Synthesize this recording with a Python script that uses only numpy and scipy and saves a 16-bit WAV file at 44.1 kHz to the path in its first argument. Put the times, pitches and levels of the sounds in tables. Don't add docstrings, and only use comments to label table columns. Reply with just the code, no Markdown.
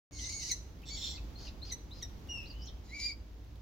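import sys
import numpy as np
from scipy import signal
from scipy.fft import rfft, irfft
from scipy.io import wavfile
from scipy.ndimage import uniform_filter1d, map_coordinates

SR = 44100
rng = np.random.default_rng(int(sys.argv[2]) if len(sys.argv) > 2 else 0)


def int16_out(signal):
    q = np.round(np.clip(np.atleast_2d(signal).T, -1, 1) * 32767)
    wavfile.write(sys.argv[1], SR, q.astype(np.int16))


N = 159201

THIN_VOICE_DB = [0, -32]
# (frequency [Hz], relative level [dB])
LEAF_SPECTRUM = [(800, -27), (3000, 16.5), (7000, 1), (15000, 7)]


def undb(db):
    return 10 ** (np.asarray(db) / 20)


def clock():
    return np.arange(N) / SR


def over_hz(points):
    hz, value = np.array(points, float).T
    return np.interp(np.log(np.arange(N // 2 + 1) * SR / N + 1), np.log(hz), value)


def noise(spectrum):
    x = irfft(rfft(rng.standard_normal(N)) * undb(over_hz(spectrum)), N)
    return x / x.std()


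def wander(rate):
    size = max(2, int(SR / rate))
    x = uniform_filter1d(uniform_filter1d(rng.standard_normal(N), size), size)
    return x / x.std()


def gate(start, end, edge_s=0.00081):
    t = clock()
    return np.sin(np.pi / 2 * np.clip(np.minimum(t - start, end - t) / edge_s + .5, 0, 1)) ** 2


def curves(rows):
    times, *columns = np.array(rows, float).T
    return [gate(times[0], times[-1])] + [np.interp(clock(), times, c) for c in columns]


def distant_rumble(level_db=-48, swell_db=1.55, hum_waver_db=3):
    # (frequency [Hz], relative level [dB])
    spectrum = [(20, -21), (38, -12), (56, 0), (70, -6), (100, -10), (160, -19), (320, -22), (550, -30),
                (950, -33), (1500, -39), (6500, -44), (8200, -56), (11000, -55), (12500, -49)]
    # (frequency [Hz], correlation [0-1])
    likeness = [(60, 0.93), (250, 0.92), (500, 0.5), (1000, 0.13)]
    # (frequency [Hz], level [dB])
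    hum_tones = [(57, -52.5), (300, -68)]
    alike = over_hz(likeness)
    mid = irfft(rfft(noise(spectrum)) * np.sqrt((1 + alike) / 2), N)
    side = irfft(rfft(noise(spectrum)) * np.sqrt((1 - alike) / 2), N)
    hum = 0
    for hz, db in hum_tones:
        level = undb(db + hum_waver_db * wander(8.5))
        hum += level * np.sin(2 * np.pi * np.cumsum(hz + 3 * wander(10.26)) / SR)
    return undb(level_db + swell_db * wander(2.1)) * np.array([mid + side, mid - side]) + hum


def leaf_rustle(ticks_per_s=19, softest_db=-64, decay_s=0.00046):
    envelope, tick = 0, noise(LEAF_SPECTRUM)
    for when, size in rng.random((int(ticks_per_s * N / SR), 2)):
        age = np.maximum(clock() - when * N / SR, 0)
        envelope += (age > 0) * undb(softest_db + 10 * size) * np.exp(-age / decay_s)
    return envelope * tick


def footsteps(thud_s=0.0033, tick_s=0.0018):
    # (time [s], thud level [dB], tick level [dB])
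    steps = [(0.819, -74, -55.5), (1.972, -44.5, -68), (2.274, -71, -56), (2.43, -77, -54)]
    # (frequency [Hz], relative level [dB])
    thud_spectrum = [(150, 4), (500, 7), (1000, -9), (3000, -42)]
    out, thud_noise, tick_noise = 0, noise(thud_spectrum), noise(LEAF_SPECTRUM)
    for start, thud_db, tick_db in steps:
        age = np.maximum(clock() - start, 0)
        thud = undb(thud_db) * thud_noise * np.exp(-age / thud_s)
        tick = undb(tick_db) * tick_noise * np.exp(-age / tick_s)
        out += (age > 0) * (thud + tick)
    return out


def syrinx(hz, rough, harmonics_db, overtones_db=0):
    waver, jitter, flutter_db = 0.0259, 0.0486, 5
    hz = hz * (1 + rough * (waver * wander(139) + jitter * wander(1656)))
    phase = 2 * np.pi * np.cumsum(hz) / SR
    gains = undb(harmonics_db) / np.sqrt(np.sum(undb(harmonics_db) ** 2) / 2)
    overtones = sum(g * np.sin(k * phase) for k, g in enumerate(gains[1:], 2))
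    tone = gains[0] * np.sin(phase) + undb(overtones_db) * overtones
    return tone * undb(flutter_db * rough * wander(270))


def rasp(throat, drift=0.014, flutter_db=4.5):
    position = np.cumsum(1 + drift * wander(45.2))
    oversampled = signal.resample(noise(throat), 2 * N)
    x = map_coordinates(oversampled, [2 * position], mode="mirror")
    x *= undb(flutter_db * np.tanh(wander(420)))
    return x / x.std()


def glides(notes, harmonics_db, rough, sharpness, bloom_db=16):
    out = np.zeros(N)
    for voice in (notes[::2], notes[1::2]):
        hz, level, bloom = np.zeros((3, N))
        for start, length, from_hz, to_hz, db in voice:
            progress = (clock() - start) / length
            on = (progress > 0) & (progress < 1)
            hz[on] = from_hz + (to_hz - from_hz) * progress[on]
            bloom[on] = np.sin(np.pi * progress[on] ** 2.06)
            level[on] = undb(db) * np.sin(np.pi * progress[on]) ** sharpness
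        out += level * syrinx(hz, rough, harmonics_db, bloom_db * (bloom - 1))
    return out


def chirps():
    # (time [s], length [s], start pitch [Hz], end pitch [Hz], level [dB])
    notes = [(.188, 0.013, 2950, 3750, -54), (.24, .015, 4300, 3440, -48.5),
             (.829, .011, 2330, 2770, -58.5), (1.029, .016, 3800, 3467, -43),
             (1.061, .016, 4300, 4050, -48), (1.073, 0.012, 3750, 3360, -46),
             (1.153, .024, 5100, 3590, -54), (1.175, .011, 2780, 2430, -50.5),
             (1.47, 0.014, 2850, 2520, -54), (1.47, .009, 5000, 4700, -55),
             (1.699, 0.012, 4450, 3860, -49.5), (2.453, 0.036, 3900, 4990, -63),
             (2.498, 0.0222, 5100, 4190, -57), (2.594, 0.061, 4780, 5220, -63),
             (2.618, 0.024, 5450, 5760, -58.5), (2.643, 0.02, 5900, 7180, -63),
             (2.658, 0.022, 5600, 5370, -58.5), (2.669, 0.025, 4550, 3290, -56.5)]
    return glides(notes, THIN_VOICE_DB, rough=0.6, sharpness=0.26)


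def whistles():
    # (time [s], pitch [Hz], level [dB])
    clean = [(2.287, 2830, -57), (2.297, 2871, -43.5), (2.32, 2865, -42.5), (2.386, 2674, -47.5),
             (2.415, 2564, -58), (2.45, 2480, -66)]
    faint = [(2.45, 2670, -72), (2.68, 3150, -65.5), (2.73, 3130, -74)]
    clean_db = [1.5, -7, -26.5]
    out = 0
    for contour, harmonics_db, rough in ((clean, clean_db, 0.027), (faint, THIN_VOICE_DB, 0.609)):
        on, hz, db = curves(contour)
        out += on * undb(db) * syrinx(hz, rough, harmonics_db)
    return out


def chick_yelps():
    # (time [s], length [s], start pitch [Hz], end pitch [Hz], level [dB])
    notes = [(.497, 0.029, 2390, 1836, -28.5), (1.712, 0.018, 2198, 1890, -35),
             (2.014, .024, 2336, 1670, -39)]
    harmonics_db = [-10.5, -0.5, 5.5, -11.5, -14, -20, -17]
    return glides(notes, harmonics_db, rough=0.42, sharpness=0.93)


def chick_peeps(rough=0.7, glide_s=0.0093, split_s=0.0187):
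    # (time [s], length [s], start pitch [Hz], top pitch [Hz], end pitch [Hz], level [dB],
    # dip in the middle [dB], upper tone [Hz], upper tone level [dB], rasp level [dB])
    notes = [(1.351, 0.14, 3920, 4400, 3620, -56.5, -5.5, 4860, -64, -57),
             (1.616, 0.11, 3610, 4370, 3850, -49, -19, 4910, -63, -58),
             (1.908, .112, 3385, 4166, 3130, -53, -16, 5040, -65, -64.5)]
    # (frequency [Hz], relative level [dB])
    throat = [(2000, -14.5), (3200, -7), (4300, -3), (6200, -2.5), (7500, -19), (11000, -28)]
    out = 0
    for start, length, from_hz, top_hz, to_hz, db, dip_db, upper_hz, upper_db, rasp_db in notes:
        age = np.clip(clock() - start, 0, length)
        rise, fall = np.exp(-age / glide_s), np.exp((age - length) / glide_s)
        hz = top_hz + (from_hz - top_hz) * rise + (to_hz - top_hz) * fall
        hoarse = np.clip(age / split_s - 1, 0, 1) * (1 - fall ** 2)
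        lower = undb(db + dip_db * hoarse) * (1 - rise ** 2) * syrinx(hz, rough * hoarse, THIN_VOICE_DB)
        upper = undb(upper_db) * syrinx(hz * upper_hz / top_hz, rough / 2, THIN_VOICE_DB)
        hiss = undb(rasp_db) * np.sqrt(age / length) * rasp(throat)
        out += gate(start, start + length) * (lower + hoarse * (upper + hiss))
    return out


def squeal(contour, harmonics_db, throat, overtones_db=0):
    on, hz, tone_db, rough, rasp_db = curves(contour)
    tone = undb(tone_db) * syrinx(hz, rough, harmonics_db, overtones_db)
    return on * (tone + undb(rasp_db) * rasp(throat))


def moorhen_squeals():
    # (time [s], pitch [Hz], tone level [dB], roughness [0-1], rasp level [dB])
    first = [(.12, 2200, -59.5, .2, -63), (.195, 2120, -53, 0.63, -52), (.215, 1950, -51.5, 0.28, -47.5),
             (.262, 2110, -46, 0.42, -49), (.289, 2050, -48.5, 0.42, -51), (.298, 2300, -45.5, 0.38, -44.5),
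             (.316, 2280, -53, 0.22, -56), (.326, 2150, -46, 0.1, -46), (.358, 2238, -44.5, 0.06, -56),
             (.392, 2200, -48, 0.27, -51.5), (.412, 2000, -51, 0.45, -47), (.478, 1990, -49.5, 0.47, -44.5),
             (.497, 2380, -52, 0.54, -41), (.512, 2150, -57, .4, -54)]
    second = [(.855, 1957, -88, .7, -62), (.89, 2104, -66, 0.46, -46), (.908, 2250, -48, .14, -58),
              (.945, 2265, -47.5, 0.13, -53.5), (.968, 2230, -53.5, 0.48, -49),
              (1.0, 1850, -77, 0.82, -47.5), (1.04, 1773, -72, 0.25, -43.5), (1.11, 1797, -76, 0.63, -47),
              (1.145, 2103, -57, 0.58, -54.5), (1.18, 2145, -81, 0.51, -69)]
    third = [(2.84, 1850, -110, 0.97, -71), (2.905, 1998, -64, 0.39, -64), (2.936, 2210, -44.5, .1, -61),
             (2.948, 2387, -47, .14, -59), (2.975, 2283, -45, 0.15, -57), (2.998, 2306, -48, 0.19, -46),
             (3.08, 2419, -46.5, 0.11, -49.5), (3.11, 2233, -41, 0.043, -53),
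             (3.123, 2460, -58.5, .074, -70)]
    first_db = [-6.5, -5.5, 4, -12, -29]
    second_db = [-2.5, 3, 3.5, -25]
    third_db = [9, 5, -13, -43, -24, -30]
    # (frequency [Hz], relative level [dB])
    first_throat = [(1500, -38), (2400, -22), (2800, -10.5), (3300, -24), (4000, -2.5), (5200, -4),
                    (5950, 2.5), (6900, -6), (8000, -22), (10200, -16), (11200, -27)]
    second_throat = [(1500, -29), (2950, -13), (3550, 6.5), (3850, -6), (4150, 5.5), (4700, -13.5),
                     (5500, 4), (6350, -15), (7300, 0.5), (8500, -26.5), (11000, -29.5), (15500, -23)]
    third_throat = [(1500, -61), (2100, 5), (2700, -9), (3400, -11), (4100, 1), (5000, 2), (6200, -1),
                    (7100, 6), (7900, -29), (9900, -5.5), (10800, -24)]
    # (time [s], gain [dB])
    third_overtones = [(2.9, 11), (2.936, -20), (2.95, -1), (2.976, -16), (3.0, 0.5), (3.06, 17),
                       (3.11, -4.5), (3.123, 21.5)]
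    return (squeal(first, first_db, first_throat),
            squeal(second, second_db, second_throat),
            squeal(third, third_db, third_throat, overtones_db=curves(third_overtones)[1]))


def place(x, ground_db, bank_db, pan_left_db=0, left_lag_ms=0):
    # (level [dB], time to fall 60 dB [s], delay [s])
    reflections = [(ground_db, 0.094, 0.003), (bank_db, 0.42, 0.019)]
    t = clock()[:SR]
    ports = []
    for side in (1, -1):
        tail = 0
        for db, t60, delay in reflections:
            echo = rng.standard_normal(SR) * np.exp(-np.log(1000) * t / t60) * (t > delay)
            tail += undb(db) * echo / np.linalg.norm(echo)
        direct = np.roll(x, round(side * left_lag_ms * SR / 2000))
        ports.append(undb(side * pan_left_db / 2) * (direct + signal.fftconvolve(x, tail)[:N]))
    return np.array(ports)


def scene():
    first, second, third = moorhen_squeals()
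    chick = chick_yelps() + chick_peeps()
    chirping, whistling = chirps(), whistles()
    return (place(first, ground_db=1, bank_db=-5, pan_left_db=2)
            + place(second + chirping + footsteps() + leaf_rustle(), ground_db=0, bank_db=-9.5)
            + place(third, ground_db=-2.5, bank_db=-20.5, pan_left_db=1, left_lag_ms=-0.04)
            + place(chick, ground_db=0.5, bank_db=-12.5, pan_left_db=2)
            + place(whistling, ground_db=-3.5, bank_db=-4, pan_left_db=2.5, left_lag_ms=0.36)
            + distant_rumble())


def record(dry, start_s=0.11, top_hz=15900):
    # (frequency [Hz], gain [dB])
    left_port = [(5000, 0), (10000, -9.5), (12500, -9)]
    right_port = [(5000, 1.08), (10000, 0)]
    coloured = irfft(rfft(dry) * undb([over_hz(left_port), over_hz(right_port)]), N)
    top_cut = signal.ellip(10, .2, 70, top_hz, fs=SR, output="sos")
    return signal.sosfilt(top_cut, coloured * gate(start_s, np.inf))


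dry = scene()
out = record(dry)
int16_out(out)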